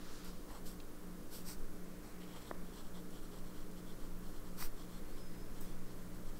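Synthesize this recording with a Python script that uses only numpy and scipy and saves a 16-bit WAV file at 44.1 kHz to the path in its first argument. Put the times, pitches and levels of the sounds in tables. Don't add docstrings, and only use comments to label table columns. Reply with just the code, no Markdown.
import sys
import numpy as np
from scipy import signal
from scipy.fft import rfft, irfft
from scipy.io import wavfile
from scipy.ndimage import map_coordinates

SR = 44100
rng = np.random.default_rng(int(sys.argv[2]) if len(sys.argv) > 2 else 0)


def to_wav(s):
    ch = np.atleast_2d(s).T
    pcm = np.round(np.clip(ch, -1, 1) * 32767)
    wavfile.write(sys.argv[1], SR, pcm.astype(np.int16))


N = 281799
TIME = np.arange(N) / SR

# (start [s], rise [s], fall [s], level [dB], centre [Hz], width [Hz])
HAND_CREEPS = [(-.05, 0.12, 0.44, -63, 3720, 2700), (-.03, 0.12, 0.26, -63, 1280, 600),
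               (.105, .035, 0.11, -63.5, 5400, 4200), (1.7, 0.55, 0.57, -70.5, 2050, 706),
               (4.75, 0.35, 1.8, -72.5, 1800, 804)]
# (frequency [Hz], relative density [dB])
AIR_SPECTRUM = [(25, -70.5), (50, -78), (85, -86.5), (150, -85.5), (205, -79.5), (240, -83.5), (330, -85),
                (380, -88), (450, -85), (660, -92), (800, -97.5), (1100, -94), (1450, -96.5),
                (1900, -101.5), (2600, -106.8), (7000, -106.8), (16000, -107.3)]
# (frequency [Hz], rms level [dB])
HUM_LINES = [(59.2, -77), (177.4, -62.5), (180, -60), (296, -73), (299.9, -63), (355.3, -68.5),
             (414.6, -68), (473.5, -75.5), (533, -85)]
# (time [s], level [dB])
SWAY_LEVELS = [(0, -45), (.78, -42.5), (1.15, -47), (1.6, -37), (2.0, -52), (3.6, -43), (4.9, -39),
               (6.39, -41)]
# (frequency [Hz], relative density [dB])
STAND_SPECTRUM = [(3, -14), (7, 2), (12, 0), (15, -7), (19.5, 0.5), (23, -15.5), (40, -32), (80, -65.5)]
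# (start [s], rise [s], fall [s], hiss [dB], top octave against hiss [dB],
# low rub [dB], low edge of the hiss [Hz], pitch of the hollow [ratio])
HAND_SLIDES = [(.22, 0.047, 0.083, -57.5, -6, -61.5, 2400, 0.94),
               (.649, 0.018, 0.11, -54.5, -2.5, -70, 2400, 1),
               (1.296, 0.043, 0.12, -52, -1, -65, 2400, 0.996),
               (1.433, 0.057, 0.083, -47.5, -4.5, -58, 4000, 1.02),
               (4.553, 0.07, 0.08, -48, 0, -53.5, 3650, 1.03), (5.596, .016, 0.09, -60, 0, -68, 3500, 1.15)]
# (frequency [Hz], width [Hz], relative level [dB])
HOLLOW_HISS_MODES = [(3080, 1100, 3.5), (4490, 820, 8), (5490, 800, 8), (7970, 1300, 8), (8900, 730, -1)]
HOLLOW_TOP_MODES = [(11860, 2300, -1.8), (14200, 1400, -0.66)]
HOLLOW_RUB_MODES = [(930, 380, 6.1), (1420, 110, 10.6), (1720, 1430, 0.83)]
# (time [s], level [dB], centre [Hz], width [Hz], decay [s])
FIBRE_CATCHES = [(.246, -54, 12000, 7000, 0.0044), (0.801, -53.5, 2400, 2400, 0.0059),
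                 (3.106, -59, 6000, 6500, .003), (3.228, -66, 8100, 450, .018),
                 (3.232, -63, 12500, 4000, 0.0084), (3.714, -62, 6000, 7000, 0.0042),
                 (4.19, -59, 13600, 2500, .003), (4.4, -60.5, 11500, 2030, .005),
                 (5.608, -61, 8030, 120.5, 0.028), (5.606, -55, 14200, 2500, 0.016)]
# (middle [s], length [s], scratch level [dB])
PEN_STROKES = [(0.54, 0.13, -66), (2.077, 0.11, -67.5), (2.229, 0.056, -68), (2.308, 0.077, -67),
               (2.369, 0.086, -65.5), (2.43, 0.057, -65.5), (2.487, 0.072, -66), (2.675, 0.084, -73),
               (2.772, .11, -63.5), (2.863, 0.081, -69.5), (2.974, 0.074, -67), (3.154, 0.095, -68.5),
               (3.253, 0.075, -68.5), (3.357, .1, -66.5), (3.48, 0.087, -69.5), (3.585, .11, -68),
               (3.785, 0.059, -68.5), (3.903, 0.087, -70), (4.03, 0.095, -69.5), (4.272, .1, -69.5),
               (4.359, 0.089, -69.5), (4.475, 0.058, -69), (4.81, 0.097, -67), (4.947, .13, -68),
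               (5.117, .07, -75), (5.198, 0.066, -67.5), (5.358, .11, -73), (5.582, 0.077, -67.5),
               (5.69, 0.13, -69.5), (5.895, .07, -69.5), (6.016, 0.15, -74.5), (6.155, .06, -69.5),
               (6.28, 0.06, -70), (6.375, .045, -68)]
# (frequency [Hz], width [Hz], relative level [dB])
NIB_RESONANCES = [(4220, 480, 8.5), (5000, 360, 3), (5560, 490, 6), (7150, 350, 2.5), (7970, 620, 7),
                  (8650, 490, -11), (11700, 2500, -2), (14700, 1100, -12)]
BARREL_RESONANCES = [(3100, 340, -1.8), (3350, 310, 0)]
PAGE_RESONANCES = [(766, 320, 2), (1054, 205, 1.5), (1320, 470, -6), (1990, 210, -7.5)]
# (time [s], level against the scratch [dB], pitch [ratio])
BARREL_GRIP = [(.54, -5, 0.96), (2.1, -18, 0.92), (2.22, 0.5, .98), (2.36, -.5, 1), (2.43, -5, 1),
               (2.49, -0.5, 1.06), (2.78, -3.5, 0.98), (2.97, 2, 1.05), (3.15, .5, 1), (3.3, -3.5, 1),
               (3.78, -3.5, 1), (3.9, 3, 1.04), (4.05, -6, 0.94), (4.8, -4, 1.02), (6.39, -5.5, 0.98)]
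# (middle [s], length [s], level [dB])
PAGE_GIVES = [(0.534, 0.13, -59.5), (2.358, 0.049, -58.5), (2.974, 0.043, -60)]
# (time [s], push [dB], contact cut-off [Hz], bass cut-off [Hz], pad pitch [ratio])
NIB_KNOCKS = [(2.5123, -27, 1830, 238, 1.005), (4.6248, -28.5, 2320, 1400, 1.11)]
# (frequency [Hz], relative level [dB], t60 [s])
PAD_RESONANCES = [(380, -13, 0.032), (647, -4, 0.012), (1065, -0.5, 0.0058), (1470, -17, 0.011),
                  (1793, -11, 0.015)]
# (start [s], length [s], pitch [Hz], glide [Hz/s], rms level [dB])
TINE_CHIRPS = [(4.909, 0.092, 4300, -1500, -75), (5.056, .11, 4120, 5000, -74),
               (5.616, 0.078, 5300, -6000, -78)]
# (time [s], pitch [Hz], rms level [dB])
TINE_SQUEAK = [(5.175, 5100, -92), (5.19, 5130, -70), (5.24, 5150, -71), (5.31, 5020, -77),
               (5.39, 5060, -75), (5.44, 5230, -71), (5.485, 5320, -82), (5.53, 5350, -90)]


def from_db(db):
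    return 10 ** (np.asarray(db) / 20)


def rms_one(x):
    return x / np.sqrt(np.mean(x ** 2) + 1e-20)


def drift(rate):
    hz = np.arange(N // 2 + 1) * SR / N
    return rms_one(irfft(rfft(rng.standard_normal(N)) / (1 + (hz / rate) ** 2), N))


def coloured_noise(spectrum):
    hz, db = np.transpose(spectrum)
    bins = np.maximum(np.arange(N // 2 + 1) * SR / N, 1)
    gain = from_db(np.interp(np.log(bins), np.log(hz), db))
    return rms_one(irfft(rfft(rng.standard_normal(N)) * gain, N))


def cut(x, hz, kind, order=2):
    return signal.sosfilt(signal.butter(order, hz, kind, fs=SR, output="sos"), x)


def resonate(x, hz, width):
    r = np.exp(-np.pi * width * (np.pi / 2) / SR)
    gain = (1 - r * r) / 2
    return signal.sosfilt([[gain, 0, -gain, 1, -2 * r * np.cos(2 * np.pi * hz / SR), r * r]] * 2, x)


def ring(x, hz, t60):
    r, w = np.exp(-np.log(1000) / (t60 * SR)), 2 * np.pi * hz / SR
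    return signal.lfilter([0, np.sin(w)], [1, -2 * r * np.cos(w), r * r], x + 1e-18)


def bend(x, ratio):
    return map_coordinates(x, [np.cumsum(ratio)], order=3, mode="mirror")


def friction(modes, slips_per_s, spread_db, pitch=1, size=N):
    out = 0
    for hz, width, db in modes:
        sizes = from_db(spread_db * np.minimum(rng.exponential(1, size), 4))
        slips = sizes * rng.choice([-1, 1], size) * (rng.random(size) < slips_per_s / SR)
        out = out + from_db(db) * resonate(slips, hz * pitch, width)
    return rms_one(out)


def swell(start, rise, fall):
    return np.sin(np.pi / 2 * np.interp(TIME, [start, start + rise, start + rise + fall], [0, 1, 0]))


def hand_creeps():
    out = np.zeros(N)
    for start, rise, fall, db, hz, width in HAND_CREEPS:
        brush = friction([(hz, width, 0)], slips_per_s=10000, spread_db=-5.5)
        out += from_db(db) * swell(start, rise, fall) * brush
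    return out


def room_air(level_db):
    return from_db(level_db) * coloured_noise(AIR_SPECTRUM)


def mains_hum(buzz_hz, buzz_start_db, growth_db_per_s, waver_db, wander_rad):
    out = np.zeros(N)
    for hz, db in [(buzz_hz, buzz_start_db + growth_db_per_s * TIME), *HUM_LINES]:
        height = np.sqrt(2) * from_db(db + waver_db * drift(2.1))
        phase = 2 * np.pi * (hz * TIME + rng.random()) + wander_rad * drift(3.0)
        out += height * np.sin(phase)
    return out


def stand_sway():
    s, db = np.transpose(SWAY_LEVELS)
    return from_db(np.interp(TIME, s, db)) * coloured_noise(STAND_SPECTRUM)


def hand_slides(flutter_db):
    out, size = np.zeros(N), SR // 4
    for start, rise, fall, hiss_db, top_db, rub_db, edge_hz, pitch in HAND_SLIDES:
        hiss, top, rub = [friction(modes, slips_per_s=9200, spread_db=2.5, pitch=pitch, size=size)
                          for modes in (HOLLOW_HISS_MODES, HOLLOW_TOP_MODES, HOLLOW_RUB_MODES)]
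        treble = (cut(hiss, edge_hz, "high", order=8) + from_db(top_db) * top) / np.sqrt(2)
        swish = from_db(hiss_db) * treble + from_db(rub_db) * rub
        span = slice(round(start * SR), round(start * SR) + size)
        out[span] += swell(start, rise, fall)[span] ** 2 * swish
    return out * from_db(flutter_db * drift(45))


def fibre_ticks():
    out = np.zeros(N)
    for s, db, hz, width, decay in FIBRE_CATCHES:
        fade = (TIME >= s) * np.exp(-np.maximum(TIME - s, 0) / decay)
        out += from_db(db) * fade * rms_one(resonate(rng.standard_normal(N), hz, width))
    return out


def stroke(middle, length):
    out = np.zeros(N)
    down = np.abs(TIME - middle) < length / 2
    out[down] = np.sqrt(np.cos(np.pi * (TIME[down] - middle) / length))
    return out


def nib_scratch(flutter_db, tilt_wander, page_db):
    scratch, barrel, page = [friction(modes, slips_per_s=4500, spread_db=4.0)
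                             for modes in (NIB_RESONANCES, BARREL_RESONANCES, PAGE_RESONANCES)]
    drag = sum(from_db(db) * stroke(middle, length) for middle, length, db in PEN_STROKES)
    give = sum(from_db(db) * stroke(middle, length) for middle, length, db in PAGE_GIVES)
    s, ring_db, grip_pitch = np.transpose(BARREL_GRIP)
    tilt = 1 + tilt_wander * drift(12)
    barrel_pitch = tilt * np.interp(TIME, s, grip_pitch)
    ringing = from_db(np.interp(TIME, s, ring_db)) * bend(barrel, barrel_pitch)
    pen = drag * (bend(scratch, tilt) + ringing)
    page_rub = np.maximum(from_db(page_db) * drag, give) * page
    return (pen + page_rub) * from_db(flutter_db * drift(35))


def nib_knocks():
    out = np.zeros(N)
    for s, db, contact_hz, bass_hz, pitch in NIB_KNOCKS:
        push = np.zeros(N)
        push[round(s * SR)] = -from_db(db)
        body = sum(from_db(mode_db) * ring(push, hz * pitch, t60) for hz, mode_db, t60 in PAD_RESONANCES)
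        out += cut(cut(body, contact_hz, "low", order=6), bass_hz, "high")
    return out


def room_echo(x, t60, wall_hz):
    age = TIME[:SR // 2]
    fade = np.exp(-np.log(1000) * age / t60) * (age > .004)
    tail = cut(rng.standard_normal(len(age)), wall_hz, "low") * fade
    return signal.fftconvolve(x, tail / np.sqrt(np.sum(tail ** 2)))[:N]


def tine_chirps(jitter_hz):
    out = np.zeros(N)
    jitter = jitter_hz * drift(158)
    for start, length, hz, glide, db in TINE_CHIRPS:
        phase = 2 * np.pi * np.cumsum(hz + glide * (TIME - start) + jitter) / SR
        out += np.sqrt(2) * from_db(db) * stroke(start + length / 2, length) * np.sin(phase)
    return out


def tine_squeak(jitter_hz, flutter_db):
    s, hz, db = np.transpose(TINE_SQUEAK)
    phase = 2 * np.pi * np.cumsum(np.interp(TIME, s, hz) + jitter_hz * drift(110)) / SR
    height = np.sqrt(2) * np.interp(TIME, s, from_db(db), left=0, right=0)
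    return height * from_db(flutter_db * drift(40)) * np.sin(phase)


def scene():
    knocks = nib_knocks()
    pen = knocks + nib_scratch(flutter_db=1.5, tilt_wander=.015, page_db=-0.5)
    pen += tine_squeak(jitter_hz=30.2, flutter_db=2.5) + tine_chirps(jitter_hz=50.2) + fibre_ticks()
    hand = hand_slides(flutter_db=0.9) + hand_creeps()
    echo = from_db(-23.0) * room_echo(knocks, t60=1.0, wall_hz=2000)
    background = stand_sway() + room_air(level_db=-51.5)
    hum = mains_hum(buzz_hz=120.06, buzz_start_db=-70, growth_db_per_s=1.5, waver_db=0.6, wander_rad=0.16)
    return (pen + hand + echo + background + hum)[None]


def record(dry):
    return signal.sosfilt(signal.ellip(12, .1, 80, 15700, fs=SR, output="sos"), dry)


dry = scene()
out = record(dry)
to_wav(out)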